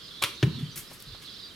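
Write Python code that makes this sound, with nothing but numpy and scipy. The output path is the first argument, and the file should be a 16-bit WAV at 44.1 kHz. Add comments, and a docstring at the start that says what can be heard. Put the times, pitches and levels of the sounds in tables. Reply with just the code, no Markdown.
"""Backyard: an archer looses a recurve bow. The arrow scrapes off the rest, the string clacks home
and the limbs ring. 0.2 s later the point cracks into a foam target, whose damped modes thump;
shed, fences and houses throw the thump back. His jacket swishes as the arm drops and gear ticks.
A flock of birds chatters in short whistles from trees to the right, over faint outdoor air."""
import sys
import numpy as np
from scipy import signal
from scipy.fft import rfft, irfft, next_fast_len
from scipy.io import wavfile
from scipy.ndimage import uniform_filter1d

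SR = 44100
rng = np.random.default_rng(int(sys.argv[2]) if len(sys.argv) > 2 else 0)


def transcribe(u):
    """Save the signal u as a 16-bit wav file named by the first command-line argument.

    u: samples, shape (n,) or (channels, n), limited to [-1, 1]; the rate is SR.
    q: integer samples, one column per channel.
    """
    v = np.clip(np.atleast_2d(u).T, -1, 1)
    q = np.round(v * 32767).astype(np.int16)
    wavfile.write(sys.argv[1], SR, q)


N = 68355

# left-right coherence of diffuse and of near sound: f/Hz, coherence
DIFFUSE_COHERENCE = [(30, 0.067), (100, 0.73), (500, 0.7), (1500, 0.56), (4000, 0.27), (12000, 1)]
NEAR_COHERENCE = [(200, 0.99), (2000, 0.85), (12000, 1)]


def amp(db):
    """dB to gain."""
    return 10 ** (np.asarray(db) / 20)


def unit(x):
    """Scale to rms 1."""
    return x / np.sqrt(np.mean(x ** 2) + 1e-20)


def along(points, hz):
    """Interpolate (f/Hz, value) points over log frequency."""
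    f, v = np.transpose(points)
    return np.interp(np.log(hz + 1), np.log(f + 1), v)


def since(start_s):
    """Seconds since start_s, zero before."""
    return np.maximum(np.arange(N) / SR - start_s, 0)


def fade(t, t60_s):
    """Exponential decay, 60 dB in t60_s."""
    return np.exp(-np.log(1000) * t / t60_s)


def filtered(x, response):
    """Apply the frequency response response(hz)."""
    size = next_fast_len(N + SR // 2)
    return irfft(rfft(x, size) * response(np.fft.rfftfreq(size, 1 / SR)), size)[..., :N]


def noise(colour_db, coherence):
    """Stereo noise, rms 1, with spectrum colour_db(hz)."""
    def mid_side_gains(hz):
        angle = np.arccos(np.clip(along(coherence, hz), -1, 1)) / 2
        return amp(colour_db(hz)) * [np.cos(angle), np.sin(angle)]
    mid, side = filtered(rng.standard_normal((2, N)), mid_side_gains)
    return unit(np.array([mid + side, mid - side]))


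def puff(start_s, db, pitch_hz, t60_s, half_width_oct=0.8):
    """Decaying noise band around one pitch."""
    def band_db(hz):
        return -10 * np.log10(1 + (np.log2((hz + 1) / pitch_hz) / half_width_oct) ** 4)
    t = since(start_s)
    return amp(db) * (t > 0) * fade(t, t60_s) * noise(band_db, NEAR_COHERENCE)


def bursts(rows, colour, shelf_hz=6000):
    """Noisy contacts, each with its own attack, decay and treble shelf."""
    out = np.zeros((2, N))
    for start_s, db, attack_s, t60_s, treble_db in rows:
        t = since(start_s)
        hiss = noise(lambda hz: along(colour, hz) + treble_db * hz ** 4 / (hz ** 4 + shelf_hz ** 4),
                     NEAR_COHERENCE)
        out += amp(db) * (1 - np.exp(-t / attack_s)) * fade(t, t60_s) * hiss
    return out


def knocks(rows, colour, size=4096):
    """Hard contacts: one impulse each, ringing briefly in the body's colour."""
    cepstrum = irfft(np.log(amp(along(colour, np.fft.rfftfreq(size, 1 / SR)))))
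    fold = np.r_[1, np.full(size // 2 - 1, 2), np.zeros(size // 2)]  # to minimum phase
    ring = irfft(np.exp(rfft(cepstrum * fold)))
    impulses = np.zeros(N)
    for start_s, db in rows:
        impulses[int(start_s * SR)] += amp(db)
    return signal.fftconvolve(impulses, ring / np.abs(ring).max())[:N]


def swell(start_s, hz, db, rise_s, sharpness):
    """Damped mode that peaks after rise_s and dies away."""
    t = since(start_s)
    envelope = (t / rise_s * np.exp(1 - t / rise_s)) ** sharpness
    return amp(db) * envelope * np.sin(2 * np.pi * hz * t)


def yard_tail(colour_db, build_s):
    """Diffuse response of the yard; each frequency decays at its own rate."""
    decay = [(120, 1), (300, 1), (600, 0.41), (1400, 0.4), (3500, 0.42), (10000, 0.31)]  # reverberation: f/Hz, t60/s
    hz, t, spectra = signal.stft(noise(colour_db, DIFFUSE_COHERENCE), SR, nperseg=512)
    _, tail = signal.istft(spectra * fade(t, along(decay, hz)[:, None]), SR, nperseg=512)
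    return tail[:, :N] * (1 - np.exp(-since(0) / build_s))


def yard(x, wet_db, build_s=0.014):
    """The part of x scattered by the yard."""
    response = yard_tail(np.zeros_like, build_s)
    response /= np.linalg.norm(response[0])
    return amp(wet_db) * signal.fftconvolve(np.atleast_2d(x), response, axes=1)[:, :N]


def air(db=-51):
    """Faint, steady outdoor noise."""
    colour = [(15, -36), (30, -2.5), (60, -4.5), (140, -2), (450, -8.5), (800, -20), (1240, -10),
              (2600, -15), (4500, -10.5), (6200, -22), (11800, -25), (15500, -32)]  # spectrum: f/Hz, level/dB
    return amp(db) * noise(lambda hz: along(colour, hz), DIFFUSE_COHERENCE)


def chirp(start_s, length_s, db, start_hz, middle_hz, end_hz, roughness=0.022):
    """One arched whistle, slightly hoarse from pitch jitter."""
    u = np.linspace(0, 1, max(int(length_s * SR), 8))
    arch_hz = np.polyval(np.polyfit([0, 0.5, 1], [start_hz, middle_hz, end_hz], 2), u)
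    jitter = unit(uniform_filter1d(rng.standard_normal(N // 4), size=30))[:len(u)]
    pitch_hz = arch_hz * (1 + roughness * jitter)
    envelope = np.sqrt(2 * np.abs(np.sin(np.pi * u)))
    call = amp(db) * envelope * np.sin(2 * np.pi * np.cumsum(pitch_hz) / SR)
    return np.pad(call, (max(int(start_s * SR), 0), N))[:N]


def birds(chirps_per_s=130, chirp_s=0.0241, centre_hz=3940, spread=0.16, glide=0.0795, pan_db=3):
    """Flock to the right: overlapping chirps blurred by distance, plus a few nearer calls."""
    levels = [(0, -44.5), (.15, -47.5), (.25, -45.5), (.39, -46.5), (0.468, -51), (.56, -43.5),
              (.63, -53.5), (.74, -50.5), (.98, -56), (1.09, -50), (1.16, -46.5), (1.21, -54.5),
              (1.26, -45.5), (1.35, -47), (1.45, -50), (1.55, -56)]  # flock loudness: t/s, level/dB
    colour = [(1500, -71), (2700, -6), (3150, 1), (3600, 1.5), (4600, -1), (5300, -5), (6500, -13),
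              (9000, -41)]  # flock spectrum: f/Hz, level/dB
    calls = [(0.554, 0.027, -55, 4070, 4370, 4050), (.556, 0.06, -49.5, 3620, 3490, 3220),
             (.628, 0.065, -51.5, 3250, 3090, 3180), (.697, 0.032, -53, 5230, 4780, 4700),
             (0.71, .038, -56.5, 6150, 5910, 5820), (0.868, 0.038, -55, 5050, 5330, 5340),
             (0.988, 0.024, -54, 6050, 5320, 4000), (1.337, .025, -52.5, 5280, 5340, 5230),
             (1.393, .016, -45.5, 5000, 3944, 3550), (1.421, 0.03, -45, 3430, 3894, 3490),
             (1.423, .055, -48.5, 4500, 4760, 4620), (1.069, .04, -55.5, 4640, 4776, 4700)]  # near calls: t/s, length/s, level/dB, start/Hz, middle/Hz, end/Hz
    draws = rng.standard_normal((int(chirps_per_s * N / SR), 5))
    flock = np.zeros(N)
    for k, draw in enumerate(draws):
        start_s = (k + rng.random()) / chirps_per_s
        level_db = 3 * draw[0]
        contour_hz = centre_hz * np.exp(spread * draw[1] + glide * draw[2:])
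        flock += chirp(start_s, chirp_s, level_db, *contour_hz)
    flock = unit(filtered(flock + yard(flock, wet_db=-1.5), lambda hz: amp(along(colour, hz))))
    murmur = amp(-5.5) * noise(lambda hz: along(colour, hz), DIFFUSE_COHERENCE)
    chatter = amp(np.interp(since(0), *np.transpose(levels))) * unit(flock + murmur)
    near = sum(chirp(*row) for row in calls)
    return (chatter + near + yard(near, wet_db=-4, build_s=0.0031)) * amp([[-pan_db], [pan_db]])


def archer():
    """The sleeve swishes, gear ticks and the archer shifts with soft low bumps."""
    strokes = [(.583, -46, 0.0062, 0.34, -17), (.7565, -34.5, 0.0025, 0.14, 3.5),
               (.773, -33, 0.0014, 0.17, 1.5), (.895, -42, 0.016, 0.23, -10),
               (.928, -41.5, 0.0085, 0.12, 14), (.99, -49.5, 0.011, 0.29, 1),
               (1.215, -44, 0.0067, 0.17, -8.5)]  # sleeve strokes: t/s, level/dB, attack/s, t60/s, treble/dB
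    cloth_colour = [(300, 5), (800, -8.5), (2000, 1.5), (4000, -2), (6000, 0), (10000, 2.5), (13000, 3.5),
                    (15500, -10)]  # jacket spectrum: f/Hz, level/dB
    gear = [(0.914, -41.5, 580, 0.037), (1.003, -31, 12500, 0.0028), (1.0245, -26.5, 13200, 0.0035),
            (1.148, -46, 900, 0.045)]  # gear ticks: t/s, level/dB, f/Hz, t60/s
    shifts = [(1.068, -43.5, 135, 0.013), (1.12, -39, 95, 0.0096), (1.054, -47, 44.8, 0.049)]  # body bumps: t/s, level/dB, f/Hz, rise/s
    cloth = bursts(strokes, cloth_colour)
    ticks = sum(puff(*row) for row in gear)
    bumps = sum(swell(start_s, hz, db, rise_s, sharpness=2.5) for start_s, db, hz, rise_s in shifts)
    return cloth + yard(cloth, wet_db=-10.5) + ticks + bumps


def target(hit_s=0.4275, boom_gain_db=-32):
    """The point cracks into the face and the foam block thumps; the yard echoes and booms."""
    strikes = [(.4279, -11.5), (.4316, -24)]  # point on face, then core: t/s, peak/dB
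    pierce = [(.4278, -22, 0.0001, 0.016, 2), (.4312, -24.5, 0.00013, 0.047, 3)]  # face tearing: t/s, level/dB, attack/s, t60/s, treble/dB
    crack_colour = [(500, -1.5), (850, -8), (1500, 1.5), (2200, 3.5), (3700, -2.5), (4600, -12),
                    (6200, -14), (15500, -35)]  # crack spectrum: f/Hz, level/dB
    block_modes = [(129, -12.5, 0.014, 3), (344.6, -16, 0.0048, 4.5), (321.4, -35.5, .014, 0.94),
                   (392.5, -36, 0.018, 0.76), (77, -33, 0.011, 0.64), (600, -37, 0.0051, 1.4)]  # foam block: f/Hz, level/dB, rise/s, sharpness
    walls = [(.034, -18, 156.2), (.058, -29, 144), (0.115, -33, 133), (.141, -32.5, 227), (0.172, -33, 253),
             (0.193, -22, 143.4), (0.225, -35.5, 128.5), (0.25, -35, 131.6), (.335, -41, 145)]  # one echo per surface: delay/s, level/dB, f/Hz
    boom_colour = [(55, -26), (90, 2), (130, 7), (190, 3.5), (240, -1.5), (290, -6.5), (360, -2.5),
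                   (470, -10.5), (700, -23.5), (950, -12), (1500, -20.5), (4000, -34.5)]  # diffuse thump spectrum: f/Hz, level/dB
    crack = knocks(strikes, crack_colour) + bursts(pierce, crack_colour)
    thump = sum(swell(hit_s, *mode) for mode in block_modes)
    echoes = sum(swell(hit_s + delay_s, hz, db, rise_s=0.015, sharpness=5.7) for delay_s, db, hz in walls)
    boom = amp(boom_gain_db) * yard_tail(lambda hz: along(boom_colour, hz), build_s=0.0031)
    boom = np.pad(boom, ((0, 0), (int(hit_s * SR), 0)))[:, :N]
    return crack + yard(crack, wet_db=-12.5) + thump + echoes + boom


def bow(release_s=0.2195, string_home_s=0.2378, ring_gain_db=-37):
    """The string whips the air, the arrow scrapes off, the string slams home and the bow rings."""
    ring_modes = [(1118, -6, .09), (1174, -9, .08), (2216, -2, .16), (2379, -5, .15), (2478, -4, .16),
                  (2749, -3, .15), (2848, -3, .16), (3065, -4, .15), (3177, -4, .13), (3411, -5, .14)]  # limbs, string and shaft: f/Hz, level/dB, t60/s
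    limb_modes = [(126, -33, 0.0041, 1.2), (110, -54.5, 0.029, 0.49)]  # heavily damped push of the limbs: f/Hz, level/dB, rise/s, sharpness
    scrapes = [(.2195, -26.5, 0.0014, 0.024, 0), (.2231, -20, 0.00025, 0.016, 3),
               (.225, -18, 0.00019, 0.021, 4), (.2278, -27.5, 0.00042, 0.15, -2),
               (.2378, -16.5, 0.00011, 0.014, 8), (.2395, -22.5, 0.00056, 0.09, -1.5)]  # string and arrow on the bow: t/s, level/dB, attack/s, t60/s, treble/dB
    scrape_colour = [(60, -48), (130, -13.5), (500, -3), (750, -16), (1100, 2.5), (1600, -5), (2400, -1),
                     (3900, -2), (6500, -12), (11500, -13), (15500, -27)]  # scrape spectrum: f/Hz, level/dB
    clacks = [(.2251, -22), (.2279, -18), (.2378, -4.5), (.2466, -15.5)]  # knocks of nock, shaft and string: t/s, peak/dB
    clack_colour = [(100, -28), (1150, -7), (1650, -10.5), (2400, 9), (3300, 4), (5600, -17.5),
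                    (11500, -10), (15500, -16)]  # knock spectrum: f/Hz, level/dB
    t = since(string_home_s)
    ring = np.zeros(N)
    for hz, db, t60_s in ring_modes:
        envelope = amp(ring_gain_db + db + rng.normal(0, 1)) * fade(t, t60_s) * (t > 0)
        ring += envelope * np.sin(2 * np.pi * hz * t + rng.uniform(0, 2 * np.pi))
    whip = puff(release_s, db=-34.5, pitch_hz=480, t60_s=0.058)
    shot = whip + bursts(scrapes, scrape_colour) + knocks(clacks, clack_colour) + ring
    push = sum(swell(string_home_s, *mode) for mode in limb_modes)
    return shot + yard(shot, wet_db=-12) + push


def scene():
    """Shot, hit and archer over outdoor air and birds."""
    return bow() + target() + archer() + air() + birds()


def record(dry):
    """Band-limited stereo microphone; the left port hears slightly ahead of the right."""
    top_hz, lead_s = 16000, 12e-6
    advance_s = np.array([[lead_s], [-lead_s]]) / 2
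    return filtered(dry, lambda hz: (hz < top_hz) * np.exp(2j * np.pi * hz * advance_s))


dry = scene()
out = record(dry)
transcribe(out)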